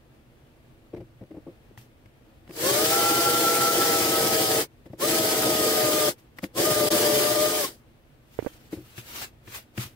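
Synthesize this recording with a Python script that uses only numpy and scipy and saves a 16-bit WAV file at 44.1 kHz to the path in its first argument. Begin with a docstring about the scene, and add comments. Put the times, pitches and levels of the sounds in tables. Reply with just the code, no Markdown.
"""A quiet room is heard first, then knocks on a table: a small die-cast car on a mat meets a drill bit.
In three pulls the cordless drill bores: gear tones locked to its speed ride on shaped motor noise and rumble.
Between pulls short rough blows excite damped modes of table and car, and friction noise swells in strokes.
A finger nudges the two-port phone that listens close by, as decaying pops; at the end a hand
sweeps the shavings off the mat."""
import sys
import numpy as np
from scipy import signal
from scipy.io import wavfile
from scipy.ndimage import uniform_filter1d

SR = 44100
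rng = np.random.default_rng(int(sys.argv[2]) if len(sys.argv) > 2 else 0)


def transcribe(signal):
    """Save signal, clipped to [-1, 1], as a 16-bit WAV file at the path in sys.argv[1]."""
    frames = np.atleast_2d(signal).T
    limited = np.clip(frames, -1, 1)
    pcm = np.round(limited * 32767).astype(np.int16)
    wavfile.write(sys.argv[1], SR, pcm)


N = 438794

# Spectrum of the quiet room. Each row: frequency in Hz, relative density in dB per Hz.
ROOM_SPECTRUM = [(15, -20.5), (50, 2), (120, -14.5), (300, -14), (500, -10.5), (1000, -20), (2700, -23.5),
                 (5200, -33), (7000, -36), (16300, -35.5)]
# Hum of faint machines in the house. Each row: frequency in Hz, width in Hz, boost in dB.
HOUSE_HUM = [(119.7, 28.6, 23.5), (236, 31, 12.5), (318, 27, 12.5)]
ROOM_DB = -56

# Likeness of the two ports, before each source scales it. Each row: frequency in Hz, likeness from 0 to 1.
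PORT_LIKENESS = [(30, 0.67), (90, 0.94), (300, 0.9), (640, 0.38), (1400, 0.12), (2500, 0.24), (5000, 0.12),
                 (15000, 0.04)]
# Balance of the two ports. Each row: frequency in Hz, left over right in dB.
PORT_BALANCE = [(380, -0.5), (700, 2.5), (1300, 1.5), (8000, 0.5), (15000, 4)]
PORT_LEAD_S = 0.00023  # the left port hears the table earlier, in full only at high frequency

# Finger against the phone by its right port.
# Each row: start in seconds, level in dB, pitch in Hz, decay by 60 dB in seconds.
FINGER_NUDGES = [(8.3893, -6, 440, 0.02), (8.425, -20, 300, .025), (8.4475, -24, 450, 0.02),
                 (8.4628, -11, 294, 0.02), (8.4681, -14, 530, 0.026)]

# Skin and car sliding on the mat, a row a stroke.
# Each row: loudest moment in seconds, hiss level in dB before a common cut of 2.5 dB, rise and fall in seconds.
RUB_STROKES = [(1.782, -54, 0.018, 0.14), (4.865, -59, 0.03, 0.027), (4.93, -64, .05, .08),
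               (6.19, -59.5, .025, .1), (6.375, -55.5, 0.019, .08), (6.44, -38.5, .03, 0.046),
               (8.345, -58.5, .05, .05), (8.45, -53.5, .3, 0.46), (8.733, -47, 0.039, 0.087),
               (8.93, -54.5, 0.59, .3), (8.983, -44, 0.048, 0.086), (9.23, -34, .3, 0.074),
               (9.49, -51, .05, .1), (9.55, -36, 0.11, .11), (9.81, -33, 0.068, .11), (9.9, -62, .1, .2)]
# Low drag through the table, then skin hiss. Each row: frequency in Hz, relative density in dB per Hz.
RUB_SPECTRUM = [(30, -2), (100, 8), (300, 8.5), (600, 6.5), (1300, 10.5), (2700, 11.5), (5000, 7),
                (10000, 3.5), (14500, 6.5), (16300, 2.5)]
STROKE_END_DB, STROKE_BEND = -33.5, 1.46  # level one rise or fall from the top, and how round the top is

# Blows on the table. Each row: start in seconds, thud peak in dB, strongest pitch in Hz,
# time from start to full force in seconds, tick over thud in dB before a common lift of 6 dB.
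TABLE_KNOCKS = [(0.932, -25.5, 339, .006, -29), (0.946, -41, 600, .002, -7), (0.96, -33, 294, 0.0095, -19),
                (1.002, -33, 333, 0.0065, -22.5), (1.208, -34, 323, 0.0083, -24),
                (1.237, -53, 330, .0015, -2), (1.305, -34, 325, 0.0074, -23),
                (1.341, -36.5, 333, .0067, -24), (1.364, -31.5, 348, 0.0074, -31),
                (1.464, -32.5, 326, 0.008, -29), (1.489, -41, 312, 0.0075, -22),
                (1.705, -43.5, 315, .006, -31), (1.775, -42, 94, .0015, 3), (2.057, -45, 126, .003, -7),
                (2.476, -50, 320, 0.0018, 2), (2.491, -35, 304, .005, -12), (2.507, -40, 330, 0.0026, -3),
                (4.855, -36.5, 332, 0.0059, -15), (4.898, -35.5, 116, 0.0048, -28),
                (4.931, -29.5, 331, 0.0037, -25), (6.384, -40.5, 700, 0.0035, 5.5),
                (6.429, -22, 358, 0.0058, -22), (6.44, -29, 500, 0.0014, 2.5),
                (8.724, -21, 334, 0.0066, -21.5), (8.761, -30.5, 199, 0.012, -27),
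                (8.978, -33.5, 112, 0.003, -3), (9.471, -37.5, 118, 0.0077, -5.5),
                (9.776, -23, 112, 0.0029, -3.5), (9.85, -37.5, 120, 0.0075, -25)]
# Modes of the table. Each row: frequency in Hz, level in dB, decay by 60 dB in seconds.
TABLE_MODES = [(107, -10, 0.098), (122.5, 2, 0.16), (200.5, 0.5, 0.073), (316.5, 1.5, 0.073),
               (349, 5, 0.068), (432, 1, 0.036), (520, -2, 0.067), (580, -2, 0.053), (840, -14, 0.019)]
# Modes of the metal car. Each row: frequency in Hz, level in dB, decay by 60 dB in seconds.
CAR_MODES = [(1330, -3, 0.0025), (2130, 18, 0.0023), (3320, 2, 0.0017), (4870, -4, 0.008),
             (8100, -6, 0.006), (12100, -1, .003)]
KNOCK_BALANCE_DB = 2.5  # left over right

# Trigger pulls. Each row: start in seconds, rise in seconds, moment the bit lifts in seconds, moment of
# release in seconds, fall in seconds, bend of the fall (1 is even), motor hiss at the start in dB, hiss drift
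# in dB per second, table rumble over the hiss at the start in dB, rumble drift in dB per second.
TRIGGER_PULLS = [(2.47, .21, 4.64, 4.6, 0.078, 2.3, -26, -0.4, -5, 1.5),
                 (4.972, 0.057, 6.12, 6.085, 0.074, 1.63, -27.5, -0.04, -2, 0.1),
                 (6.53, 0.059, 7.5, 7.65, 0.18, .9, -27, -5, -0.2, -2.5)]
# Gear mesh rate, a table a pull: spin-up, then sag as the bit bites. Each row: time in seconds, rate in Hz.
MESH_RATE = [
    [(2.46, 399.3), (2.6, 471), (2.7, 565), (2.8, 616), (2.95, 670), (3.15, 680), (3.5, 674.6),
     (3.93, 663.6), (4.1, 648.2), (4.685, 629)],
    [(4.975, 480), (5.02, 532.5), (5.05, 611), (5.1, 641), (5.5, 627), (6.085, 604), (6.145, 600)],
    [(6.53, 488.5), (6.575, 530.3), (6.61, 586), (6.67, 615.8), (6.93, 594), (7.2, 597.9), (7.585, 615.7),
     (7.64, 552), (7.8, 419)],
]
# Radiation of a mesh tone at its pitch. Each row: frequency in Hz, level over the hiss in dB.
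MESH_RADIATION = [(450, -11), (540, -8.5), (600, -0.5), (620, -4), (645, -11), (680, -12), (900, -27),
                  (1070, -6), (1190, -13.5), (1228, -7.5), (1270, -14.5), (1345, -3.5)]
# Mesh tone and its octave at the ports. Each row: left over right in dB, lead of the left in radians.
MESH_PORTS = [(8.5, -0.85), (-0.5, 0.72)]
# Other gear tones. Each row: multiple of the mesh rate, level over the hiss in dB at a 640 Hz mesh,
# gain in dB per octave of speed, left over right in dB, lead of the left in radians.
GEAR_TONES = [(.712, -8, -26.5, 0, -0.5), (1.2, -10, 37, 1, 1.5), (1.43, -37, 20, -3, -2),
              (3, -24, 11, -11, 2), (8, -22, 1.5, -3, 6.5), (8.998, -31, -2, -4, -2.5)]
# Brushes, fan and cutting edge. Each row: frequency in Hz, relative density in dB per Hz.
HISS_SPECTRUM = [(500, -50), (800, -8.5), (1100, -12), (1500, -9.5), (2600, -12), (5000, -10.5),
                 (10000, -14), (16300, -16)]
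# Resonances of the housing. Each row: frequency in Hz, width in Hz, change in dB.
HOUSING_PEAKS = [(2050, 260, 1), (2705, 260, -2.5), (3100, 520, 3), (4890, 370, 3), (8350, 392, 4.5),
                 (11500, 1200, 4.5), (15300, 650, 7.5)]
# Rumble carried by the table. Each row: frequency in Hz, relative density in dB per Hz.
RUMBLE_SPECTRUM = [(20, -71), (60, -24.5), (115, -16.5), (250, -11), (400, -6), (560, -7.5), (760, -15),
                   (950, -23), (1300, -51.5)]
# The table top under the drill. Each row: frequency in Hz, width in Hz, boost in dB.
TABLE_TOP_PEAKS = [(125, 20, 8.5), (333.5, 21.8, 17.5), (426, 10, 6)]
# A brief dip of level heard within the last pull: its start, its end and the full level, in seconds.
LEVEL_DIP = (6.888, 6.903, 6.917)
AFTER_DIP_DB = 3.  # gain on the rest of the pull, after the dip
DEPTH_DB, RISE_BEND = -48.5, 1.75  # the hiss climbs from and sinks to this far below its level
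RUMBLE_FOLLOW, TONE_FOLLOW = 0.76, 0.99  # share of that climb and fall taken by rumble and mesh tones
COAST_DB_PER_S = -700  # with the trigger let go the teeth unload and the tones die
LIFT_DB, LIFT_S = -5, 0.074  # the rumble drops as the bit leaves the metal

EDGE_HZ = 15780  # upper band limit


def amp(db):
    """Decibels are twenty times the logarithm of an amplitude ratio."""
    return 10 ** (np.asarray(db) / 20)


def unit(x):
    """Division by the root mean square gives a signal of unit power."""
    return x / np.sqrt(np.mean(x ** 2) + 1e-20)


def read(points, hz):
    """A curve over frequency is interpolated along a logarithmic axis."""
    f, value = np.transpose(points)
    return np.interp(np.log(hz + 1), np.log(f + 1), value)


def played(tables):
    """Successive time tables join into one piecewise linear curve."""
    return np.interp(np.arange(N) / SR, *np.vstack(tables).T)


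def wander(hz):
    """Low-pass filtered chance varies slowly, up to about hz, with rms 1."""
    steps_per_s = 200
    steps = rng.standard_normal(int(N / SR * steps_per_s) + 2)
    smooth = signal.lfilter([1], [1, -np.exp(-2 * np.pi * hz / steps_per_s)], steps)
    smooth = uniform_filter1d(smooth, size=3)
    return unit(np.interp(np.arange(N) / SR * steps_per_s, np.arange(len(steps)), smooth))


def noise(shape, peaks=(), patchy_db=1., likeness=.9):
    """Random spectra under a fixed envelope make noise; partial coherence sets its width at two ports."""
    hz = np.fft.rfftfreq(2048, 1 / SR)[:, None]
    a, b, c, d, patches = rng.standard_normal((N // 512 + 5, 1025, 5), np.float32).T
    # patches of level drift over time and frequency
    patches = uniform_filter1d(patches, size=8, axis=0)
    patches = unit(uniform_filter1d(patches, size=5, axis=1))
    db = read(shape, hz) + patchy_db * patches
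    db = db + sum(up / (1 + (2 * (hz - f) / width) ** 2) for f, width, up in peaks)
    same = np.clip(likeness * read(PORT_LIKENESS, hz), 0, 1)
    left = a + 1j * b
    delay_s = PORT_LEAD_S * hz ** 2 / (hz ** 2 + 700 ** 2)  # bass reaches both ports together
    late = np.exp(-2j * np.pi * hz * delay_s)
    right = same * left * late + np.sqrt(1 - same ** 2) * (c + 1j * d)
    balance = amp(read(PORT_BALANCE, hz) / 2)
    spectra = amp(db) * np.array([left * balance, right / balance])
    out = signal.istft(spectra, nperseg=2048, noverlap=1536)[1][:, :N]
    return out / np.sqrt(np.mean(out.mean(0) ** 2))


def room():
    """Steady background noise carries narrow hum resonances and a slow drift of level."""
    return amp(ROOM_DB + .7 * wander(2.5)) * noise(ROOM_SPECTRUM, HOUSE_HUM, patchy_db=.8, likeness=.92)


def nudges():
    """A damped shell gives a dead, sharp-edged pop; the far port hears mostly a low shake."""
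    out, t = np.zeros((2, N)), np.arange(4000) / SR
    onset = np.sin(np.pi / 2 * np.minimum(t / 0.00065, 1)) ** 2
    skin_filter = signal.butter(4, 2200, fs=SR)
    for s, db, hz, t60 in FINGER_NUDGES:
        pop = amp(-60 * t / t60) * -np.cos(2 * np.pi * hz * t) * onset
        skin = signal.lfilter(*skin_filter, 5 * rng.standard_normal(len(t)))
        pop += amp(-30.5 - 60 * t / 0.067) * skin  # skin rasps
        shake = amp(-24.5 - 60 * t / 0.076) * np.sin(2 * np.pi * 110 * t)
        at = round(s * SR)
        out[:, at:at + 4000] += amp(db) * np.array([shake + amp(-28) * pop, pop + shake])
    return out


def rubbing():
    """Friction makes fine hiss over a low drag that the table passes on; each stroke swells and fades."""
    t, power = np.arange(N) / SR, np.zeros(N)
    for s, db, rise, fall in RUB_STROKES:
        distance = abs(t - s) / np.where(t < s, rise, fall)
        power += amp(db + STROKE_END_DB * distance ** STROKE_BEND) ** 2
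    flutter = amp(-2.5 + 1.3 * wander(80))
    return np.sqrt(power) * flutter * noise(RUB_SPECTRUM, patchy_db=2.0, likeness=0.96)


def ring(modes, weight_db, blow):
    """A body's response is its sum of decaying modes convolved with a short rough blow; peak 1."""
    t = np.arange(6000) / SR
    rings = sum(amp(db + weight_db(hz) - 60 * t / t60) * np.sin(2 * np.pi * hz * t) for hz, db, t60 in modes)
    out = signal.fftconvolve(rings[None], blow, axes=1)[:, :5000]
    return out / abs(out).max()


def knocks():
    """Each impact excites the table's modes around its own pitch and rasps in the metal car."""
    out, t = np.zeros((2, N + 5000)), np.arange(3000) / SR
    grit = rng.standard_normal((len(TABLE_KNOCKS), 3, 3000))
    soft = signal.butter(2, [70, 1000], "bandpass", fs=SR)  # the mat cushions the blow that reaches the table
    sides = amp(np.array([[.5], [-.5]]) * KNOCK_BALANCE_DB)
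    sides = sides / sides.mean()
    for (s, db, centre_hz, length, tick_db), g in zip(TABLE_KNOCKS, grit):
        age = t / np.clip(length, .0005, .015)
        force = age * np.exp(1 - age)
        table_blow = signal.lfilter(*soft, g[:1] * force)
        thud = ring(TABLE_MODES, lambda hz: -6 * np.log2(hz / centre_hz) ** 2, table_blow)
        car_blow = (g[1:] + .5 * g[0]) * force ** 2  # partly shared by the two ports
        tick = ring(CAR_MODES, lambda hz: 0, car_blow)
        at = round(s * SR)
        out[:, at:at + 5000] += amp(db) * (thud + amp(tick_db + 6) * tick) * sides
    return out[:, :N]


def trigger():
    """A motor climbs, drifts and sinks: running (0 or 1), then edge, coasting, hiss and rumble in dB."""
    t, out = np.arange(N) / SR, np.zeros((5, N))
    for (start, rise, lift, release, fall, bend,
         hiss_db, hiss_drift_db, rumble_db, rumble_drift_db) in TRIGGER_PULLS:
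        on, age = (t >= start) & (t < release + fall), t - start
        climb = np.clip(1 - age / rise, 0, 1) ** RISE_BEND
        sink = np.clip((t - release) / fall, 0, 1) ** bend
        edge_db = DEPTH_DB * (climb + sink)
        coast_db = COAST_DB_PER_S * np.maximum(t - release, 0)
        lift_db = LIFT_DB * np.clip((t - lift) / LIFT_S, 0, 1)
        out += on * np.array([on, edge_db, coast_db, hiss_db + hiss_drift_db * age,
                              rumble_db + rumble_drift_db * age + lift_db])
    return out


def tone(turns, db, balance_db, lead, waver_db):
    """A sine wavers in level and phase as the load on the teeth changes."""
    side = np.array([[.5], [-.5]])
    phase = 2 * np.pi * turns + .5 * wander(12) + lead * side
    level = amp(db + waver_db * wander(12) + balance_db * side)
    return np.sqrt(2) * level * np.sin(phase)


def level_dip_db():
    """A gain curve in dB over time dips the level briefly and then holds it higher."""
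    start, back, full = LEVEL_DIP
    times = [start - .001, start + .001, back - .004, back, back + .001, full]
    return np.interp(np.arange(N) / SR, times, [0, -15, -21, -34, -6, AFTER_DIP_DB])


def drill():
    """Meshing teeth radiate tones locked to the speed, over motor hiss and a throbbing table rumble."""
    on, edge_db, coast_db, hiss_db, rumble_db = trigger()
    mesh_hz = played(MESH_RATE)
    turns = np.cumsum(mesh_hz) / SR  # mesh cycles so far
    speed = np.log2(mesh_hz / 640)  # octaves
    throb_db = 0.35 * np.sin(2 * np.pi * turns / 54) + 1.35 * wander(23)  # the chuck turns once in 54 cycles
    chatter_db = 1.1 * np.sin(2 * np.pi * turns) + 0.74 * wander(40)  # each meeting of teeth jolts the hiss
    hiss = noise(HISS_SPECTRUM, HOUSING_PEAKS, patchy_db=1.9, likeness=1.0)
    out = amp(edge_db + chatter_db) * hiss
    rumble = noise(RUMBLE_SPECTRUM, TABLE_TOP_PEAKS, patchy_db=0.9, likeness=1.63)
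    out += amp(RUMBLE_FOLLOW * edge_db + rumble_db + throb_db) * rumble
    for multiple, ports in enumerate(MESH_PORTS, 1):
        radiated_db = read(MESH_RADIATION, multiple * mesh_hz)
        out += tone(multiple * turns, TONE_FOLLOW * edge_db + coast_db + radiated_db, *ports, 3.2)
    # the other gear tones die away at low speed
    slack_db = edge_db + coast_db + 50 * np.minimum(speed + .13, 0)
    for multiple, db, slope_db, balance_db, lead in GEAR_TONES:
        out += tone(multiple * turns, db + slope_db * speed + slack_db, balance_db, lead, 3.)
    return on * amp(hiss_db + level_dip_db()) * out


def scene():
    """Sound pressures of independent sources add linearly."""
    return drill() + knocks() + nudges() + rubbing() + room()


def record(dry):
    """A linear-phase low-pass filter sets the band limit of the recorder."""
    lowpass = signal.firwin(1023, EDGE_HZ, window=("kaiser", 9), fs=SR)
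    return signal.oaconvolve(dry, lowpass[None], "same")


dry = scene()
out = record(dry)
transcribe(out)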